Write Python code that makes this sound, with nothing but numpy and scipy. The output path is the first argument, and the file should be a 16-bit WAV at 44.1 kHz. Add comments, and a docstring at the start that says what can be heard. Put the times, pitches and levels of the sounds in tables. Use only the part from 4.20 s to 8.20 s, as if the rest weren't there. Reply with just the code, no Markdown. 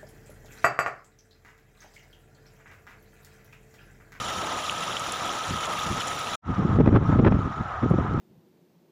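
"""A rooftop cooling tower, heard through a small hand-held microphone.
First, beside the louvres, water showers through the fill, with single drips and splats, over the
turbulent rush of fan air and the narrow-band whine of its drive. A short silence follows.
Then the top deck fades in: the water is faint, the fan rushes on, and the pressure fluctuations
of gusts buffet the microphone and push down its limiter."""
import sys
import numpy as np
from scipy import signal
from scipy.fft import rfft, irfft
from scipy.io import wavfile
from scipy.ndimage import uniform_filter1d, minimum_filter1d

SR = 44100
rng = np.random.default_rng(int(sys.argv[2]) if len(sys.argv) > 2 else 0)


def store_wav(level_fs):
    """Save 16-bit WAV to argv[1]."""
    pcm = np.round(np.clip(np.atleast_2d(level_fs), -1, 1) * 32767)
    wavfile.write(sys.argv[1], SR, pcm.T.astype(np.int16))


N = 176400
T = np.arange(N) / SR
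HZ = np.fft.rfftfreq(N, 1 / SR)


def amp(db):
    """Amplitude ratio of a level in decibels."""
    return 10 ** (np.asarray(db) / 20)


def unit(x):
    """Normalisation to rms 1."""
    return x / np.sqrt(np.mean(x ** 2) + 1e-20)


def level_at(points):
    """Linear interpolation in time between (time_s, level_db) points."""
    return np.interp(T, *np.transpose(points))


def response(points, hz=HZ):
    """Magnitude response through (frequency_hz, level_db) points, then -12 dB per octave."""
    f, db = np.transpose(points)
    rolloff = np.minimum(f[-1] / (hz + 1), 1) ** 2
    return amp(np.interp(np.log(hz + 1), np.log(f + 1), db)) * rolloff


def filtered(x, gain):
    """Zero-phase filtering: each frequency is multiplied by its gain."""
    return irfft(rfft(x) * gain, N)


def coloured(x, spectrum):
    """Spectral shaping, at rms 1."""
    return unit(filtered(x, response(spectrum)))


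def noise(spectrum):
    """Gaussian noise of the given spectrum, at rms 1."""
    return coloured(rng.standard_normal(N), spectrum)


def wander(rate_hz):
    """Random modulation: noise low-passed at the given rate, at rms 1."""
    return unit(filtered(rng.standard_normal(N), (HZ > 1) / (1 + (HZ / rate_hz) ** 2)))


def evened(x, samples):
    """Division by the running rms evens out swells longer than the window."""
    power = abs(uniform_filter1d(unit(x) ** 2, samples))
    return unit(x / np.sqrt(power + 0.1))


def swell(start_s, rise_s):
    """Transient envelope: a peak one rise time after the start, then exponential decay."""
    age = np.clip((T - start_s) / rise_s, 0, 40)
    return (age * np.exp(1 - age)) ** 2


# fan air spectra beside the louvres and on the deck: frequency_hz, level_db
LOUVRE_AIR_SPECTRUM = [(20, -19), (110, -7.5), (250, -3.5), (430, -3.5), (620, 2), (1000, 1.5),
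                       (1500, -12.5), (2200, -13.5), (5000, -24.5)]
DECK_AIR_SPECTRUM = [(20, -16), (90, 6.5), (190, -12.5), (520, -10), (740, 0.5), (1050, -1), (1700, -9),
                     (2300, -19), (5000, -44)]
def fan_air(spectrum, level_db, flutter_db=2):
    """Turbulence in the fan's air radiates broadband noise that flutters slightly."""
    return noise(spectrum) * amp(level_db + flutter_db * wander(rate_hz=16))


# whine of the drive as the microphone moves: time_s, level_db
WHINE_LEVELS = [(0, -38.5), (1.3, -39), (1.55, -35.5), (2.2, -40.5), (3.3, -40.5), (4, -40.5)]
def drive_whine(pitch_hz=1277, width_hz=145, sway_hz=20):
    """The fan drive sings in a narrow band of noise; frequency modulation sways its pitch."""
    resonance = 1 / (1 + (2 * (HZ - pitch_hz) / width_hz) ** 2)
    sway = np.exp(2j * np.pi * np.cumsum(sway_hz * wander(rate_hz=10.3)) / SR)
    band = filtered(rng.standard_normal(N), resonance)
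    whine = (signal.hilbert(band) * sway).real
    return evened(whine, samples=7000) * amp(level_at(WHINE_LEVELS))


# spectra of wind rumble and of the crackle of hard eddies: frequency_hz, level_db
RUMBLE_SPECTRUM = [(20, -38.5), (50, -6.5), (100, 2.5), (170, -0.5), (260, -7), (380, -15), (600, -25.5),
                   (2500, -59)]
CRACKLE_SPECTRUM = [(60, -4.5), (350, 15), (800, 2), (1500, -3), (2700, -14), (4000, -21.5), (5500, -30),
                    (7500, -62.5)]
# wind strength at the microphone: time_s, level_db
LOUVRE_BREEZE = [(0, -43.5), (1.26, -53), (1.301, -29), (1.36, -36), (1.42, -51), (1.62, -47.5),
                 (1.719, -26), (1.83, -47)]
DECK_GUSTS = [(2.22, -38), (2.302, -22), (2.36, -37), (2.40, -25.5), (2.54, -22.5), (2.62, -12.5),
              (2.77, -14.5), (2.83, -19.5), (2.95, -18.5), (3.14, -13), (3.19, -23.5), (3.26, -25.5),
              (3.33, -44.5), (3.402, -27), (3.47, -50), (3.61, -61), (3.634, -27.5), (4, -26)]
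def wind(strength, lumps_db=3.5, rasp_db=-14):
    """Turbulent pressure on the microphone rumbles; a rasp grows as the rumble to the power 1.5."""
    gain = amp(level_at(strength) + lumps_db * wander(rate_hz=55))
    rumble = evened(noise(RUMBLE_SPECTRUM), samples=700)
    rasp = amp(rasp_db) * np.sqrt(gain) * noise(CRACKLE_SPECTRUM)
    return gain * (rumble + rasp)


# eddies at the microphone, before the bass roll-off: centre_s, half_width_s, thump_db, crackle_db
EDDIES = [(2.399, 0.014, -17.5, -42), (2.454, 0.006, -13.5, -44), (2.588, 0.0013, -0.5, -17.5),
          (2.606, 0.0095, 3.5, -17), (2.661, 0.0025, -16, -10.5), (2.677, 0.0028, 1, -12),
          (2.689, 0.0049, -10, -18), (2.73, 0.0037, -3, -19.5), (2.763, 0.016, -2, -10),
          (2.929, 0.0057, -11, -25), (2.994, 0.0082, -4, -19), (3.05, 0.0046, -8, -10.5),
          (3.074, 0.014, -5, -8.5), (3.124, 0.003, -8, -13), (3.638, 0.011, -10.5, -29.5),
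          (3.663, 0.006, -14.5, -39), (3.715, 0.0086, -8, -36), (3.742, 0.007, -13, -33),
          (3.786, 0.0036, -8.5, -44), (3.946, 0.005, -17.5, -35)]
def buffets(highpass_hz=138):
    """Pressure pulses of eddies: each thumps, and hard ones crackle; the sum is high-passed, so the thumps
    carry little deep bass."""
    thump = evened(noise(RUMBLE_SPECTRUM), samples=300)
    crackle = unit(noise(CRACKLE_SPECTRUM) * amp(2.5 * wander(rate_hz=240)))
    out = np.zeros(N)
    for centre_s, half_width_s, thump_db, crackle_db in EDDIES:
        near = abs(T - centre_s) < .05
        pulse = np.exp(-((T[near] - centre_s) / half_width_s) ** 2)
        out[near] += pulse * (amp(thump_db) * thump[near] + amp(crackle_db) * crackle[near])
    return filtered(out, HZ ** 2 / np.hypot(HZ ** 2, highpass_hz ** 2))


def patchy(x, depth_db):
    """Random amplitude modulation makes each region of the spectrum flicker by itself."""
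    spectrogram = signal.stft(x, nperseg=256)[2]
    field = rng.standard_normal(spectrogram.shape)
    for axis in (0, 1):  # smooth over frequency, then time
        field = uniform_filter1d(field, size=4, axis=axis)
    return unit(signal.istft(spectrogram * amp(depth_db * unit(field)))[1][:N])


def impacts(per_s, spread_db):
    """Drop impacts as a Poisson process: clicks, mostly small and a few large."""
    sizes = amp(spread_db * np.minimum(rng.exponential(1, N), 5))
    return sizes * rng.choice([-1, 1], N) * (rng.random(N) < per_s / SR)


def droplet_ticks(pitches=20, decay_cycles=5.6):
    """Damped oscillation: each droplet rings for a few cycles at one of many pitches."""
    clicks = impacts(per_s=900, spread_db=1.5)
    pitch_index = rng.integers(0, pitches, N)
    out = np.zeros(N)
    for k, pitch_hz in enumerate(np.geomspace(1600, 12000, pitches)):
        age = T[:512] * pitch_hz / decay_cycles
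        ring = np.sqrt(pitch_hz) * age * np.exp(-age) * np.sin(2 * np.pi * decay_cycles * age)
        out += signal.oaconvolve(clicks * (pitch_index == k), ring)[:N]
    return out


# spectrum of water falling through the fill: frequency_hz, level_db
WATER_SPECTRUM = [(300, -34.5), (1500, -2.5), (2300, -5.5), (3100, 1.5), (3800, 1.5), (5800, -4.5),
                  (7300, -9.5), (9400, -7.5), (11000, -11.5), (15500, -24.5)]
def shower(wash_db=-34.5, spray_db=-39.5, ticks_db=-40, flicker_db=1):
    """Superposition of many drops: a flickering wash under fine spray and pitched ticks."""
    wash = amp(wash_db) * patchy(noise(WATER_SPECTRUM), depth_db=3.4)
    spray = amp(spray_db) * coloured(impacts(per_s=5200, spread_db=5), WATER_SPECTRUM)
    ticks = amp(ticks_db) * coloured(droplet_ticks(), WATER_SPECTRUM)
    return (wash + spray + ticks) * amp(-flicker_db * wander(rate_hz=25))


# water on the deck, relative to beside the louvres: time_s, gain_db
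DECK_WATER_GAINS = [(2.9, -12.5), (3.7, -16)]
def shower_through_casing(water, lowpass_hz=5800):
    """Transmission loss rises with frequency, so the shower reaches the deck faint and dull."""
    return filtered(water, 1 / (1 + (HZ / lowpass_hz) ** 2)) * amp(level_at(DECK_WATER_GAINS))


# near drops falling in the basin: start_s, peak_db, pitch_hz
BASIN_DRIPS = [(0.4961, -10.5, 2910), (0.768, -14, 3020), (0.7707, -16.5, 3230), (1.0935, -16.5, 3200),
               (1.306, -22.5, 3020), (1.4362, -19.5, 3600), (2.071, -18, 2900)]
def drips(rise_s=0.00062):
    """Each drop excites a heavily damped oscillation, a blip of a few cycles."""
    return sum(amp(peak_db) * swell(start_s, rise_s) * np.sin(2 * np.pi * pitch_hz * (T - start_s))
               for start_s, peak_db, pitch_hz in BASIN_DRIPS)


# near drops bursting on hard surfaces: start_s, level_db, centre_hz
HARD_SPLATS = [(0.5086, -29.5, 8500), (0.7945, -25, 8150), (0.9208, -22.5, 8500), (1.2999, -33.5, 7140),
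               (1.454, -29, 7700), (1.588, -36, 12000), (1.8028, -30, 8600), (1.8716, -25.5, 9200),
               (1.8805, -27, 7740), (1.952, -39, 11400), (1.9879, -34, 11500), (3.7, -50, 9600)]
def splats(rise_s=0.0014, half_width_octaves=0.4):
    """Impact noise: each drop bursts in a short, bright, band-limited fizz."""
    out = np.zeros(N)
    for start_s, level_db, centre_hz in HARD_SPLATS:
        band = np.exp(-(np.log2((HZ + 1) / centre_hz) / half_width_octaves) ** 2)
        fizz = unit(filtered(rng.standard_normal(N), band))
        out += amp(level_db) * np.sqrt(swell(start_s, rise_s)) * fizz
    return out


def scene(louvres_end_s=2.156, deck_start_s=2.2183, fade_in_s=0.092):
    """The sources superpose beside the louvres and then, after a short silence, on the top deck."""
    whine, water = drive_whine(), shower()
    louvres = fan_air(LOUVRE_AIR_SPECTRUM, level_db=-36) + whine + wind(LOUVRE_BREEZE)
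    louvres += water + drips()
    deck = fan_air(DECK_AIR_SPECTRUM, level_db=-36.5) + whine + wind(DECK_GUSTS)
    deck += buffets() + shower_through_casing(water)
    fade_out = np.clip((louvres_end_s - T) / .002, 0, 1)
    fade_in = np.clip((T - deck_start_s) / fade_in_s, 0, 1) ** 1.51
    return (fade_out * louvres + fade_in * deck + splats())[None]


# treble ripples of the microphone: frequency_hz, gain_db
MIC_RESPONSE = [(2300, -1), (3700, -4.5), (4500, -10.5), (5200, -7), (5800, -1), (6300, -5.5), (6700, 0),
                (7350, -0.5), (8100, -14.5), (9300, -8), (11000, -8.5), (12800, -14.5), (13900, -13),
                (15200, 2)]
def microphone(x, port_hz=1275, width_hz=250, port_db=4.5):
    """The resonance of the port and a rippled treble response colour the sound."""
    hz = np.fft.rfftfreq(2 * N, 1 / SR)
    port_power = 1 + (amp(port_db) ** 2 - 1) / (1 + (2 * (hz - port_hz) / width_hz) ** 2)
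    return irfft(rfft(x, 2 * N) * response(MIC_RESPONSE, hz) * np.sqrt(port_power))[:N]


def limiter(x, threshold_db=-18, share=0.69, window_s=0.041, hold_s=0.022, decay_db_per_s=192):
    """Compression: the excess over a threshold is held, decays, and a share of it lowers the gain."""
    power = abs(uniform_filter1d(x ** 2, int(window_s * SR)))
    excess_db = np.maximum(10 * np.log10(power + 1e-12) - threshold_db, 0)
    half_hold = int(hold_s * SR / 2)
    held_db = -minimum_filter1d(-excess_db, 2 * half_hold + 1, origin=half_hold)
    decaying_db = np.maximum.accumulate(held_db + decay_db_per_s * T) - decay_db_per_s * T
    return x * amp(-share * uniform_filter1d(decaying_db, size=200))


def record(dry, band_edge_hz=15520):
    """Transduction: microphone colour, a quick limiter, then a steep low-pass."""
    limited = limiter(microphone(dry[0]))
    lowpass = signal.firwin(1023, band_edge_hz, window=("kaiser", 9), fs=SR)
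    return signal.oaconvolve(limited, lowpass, "same")[None]


dry = scene()
out = record(dry)
store_wav(out)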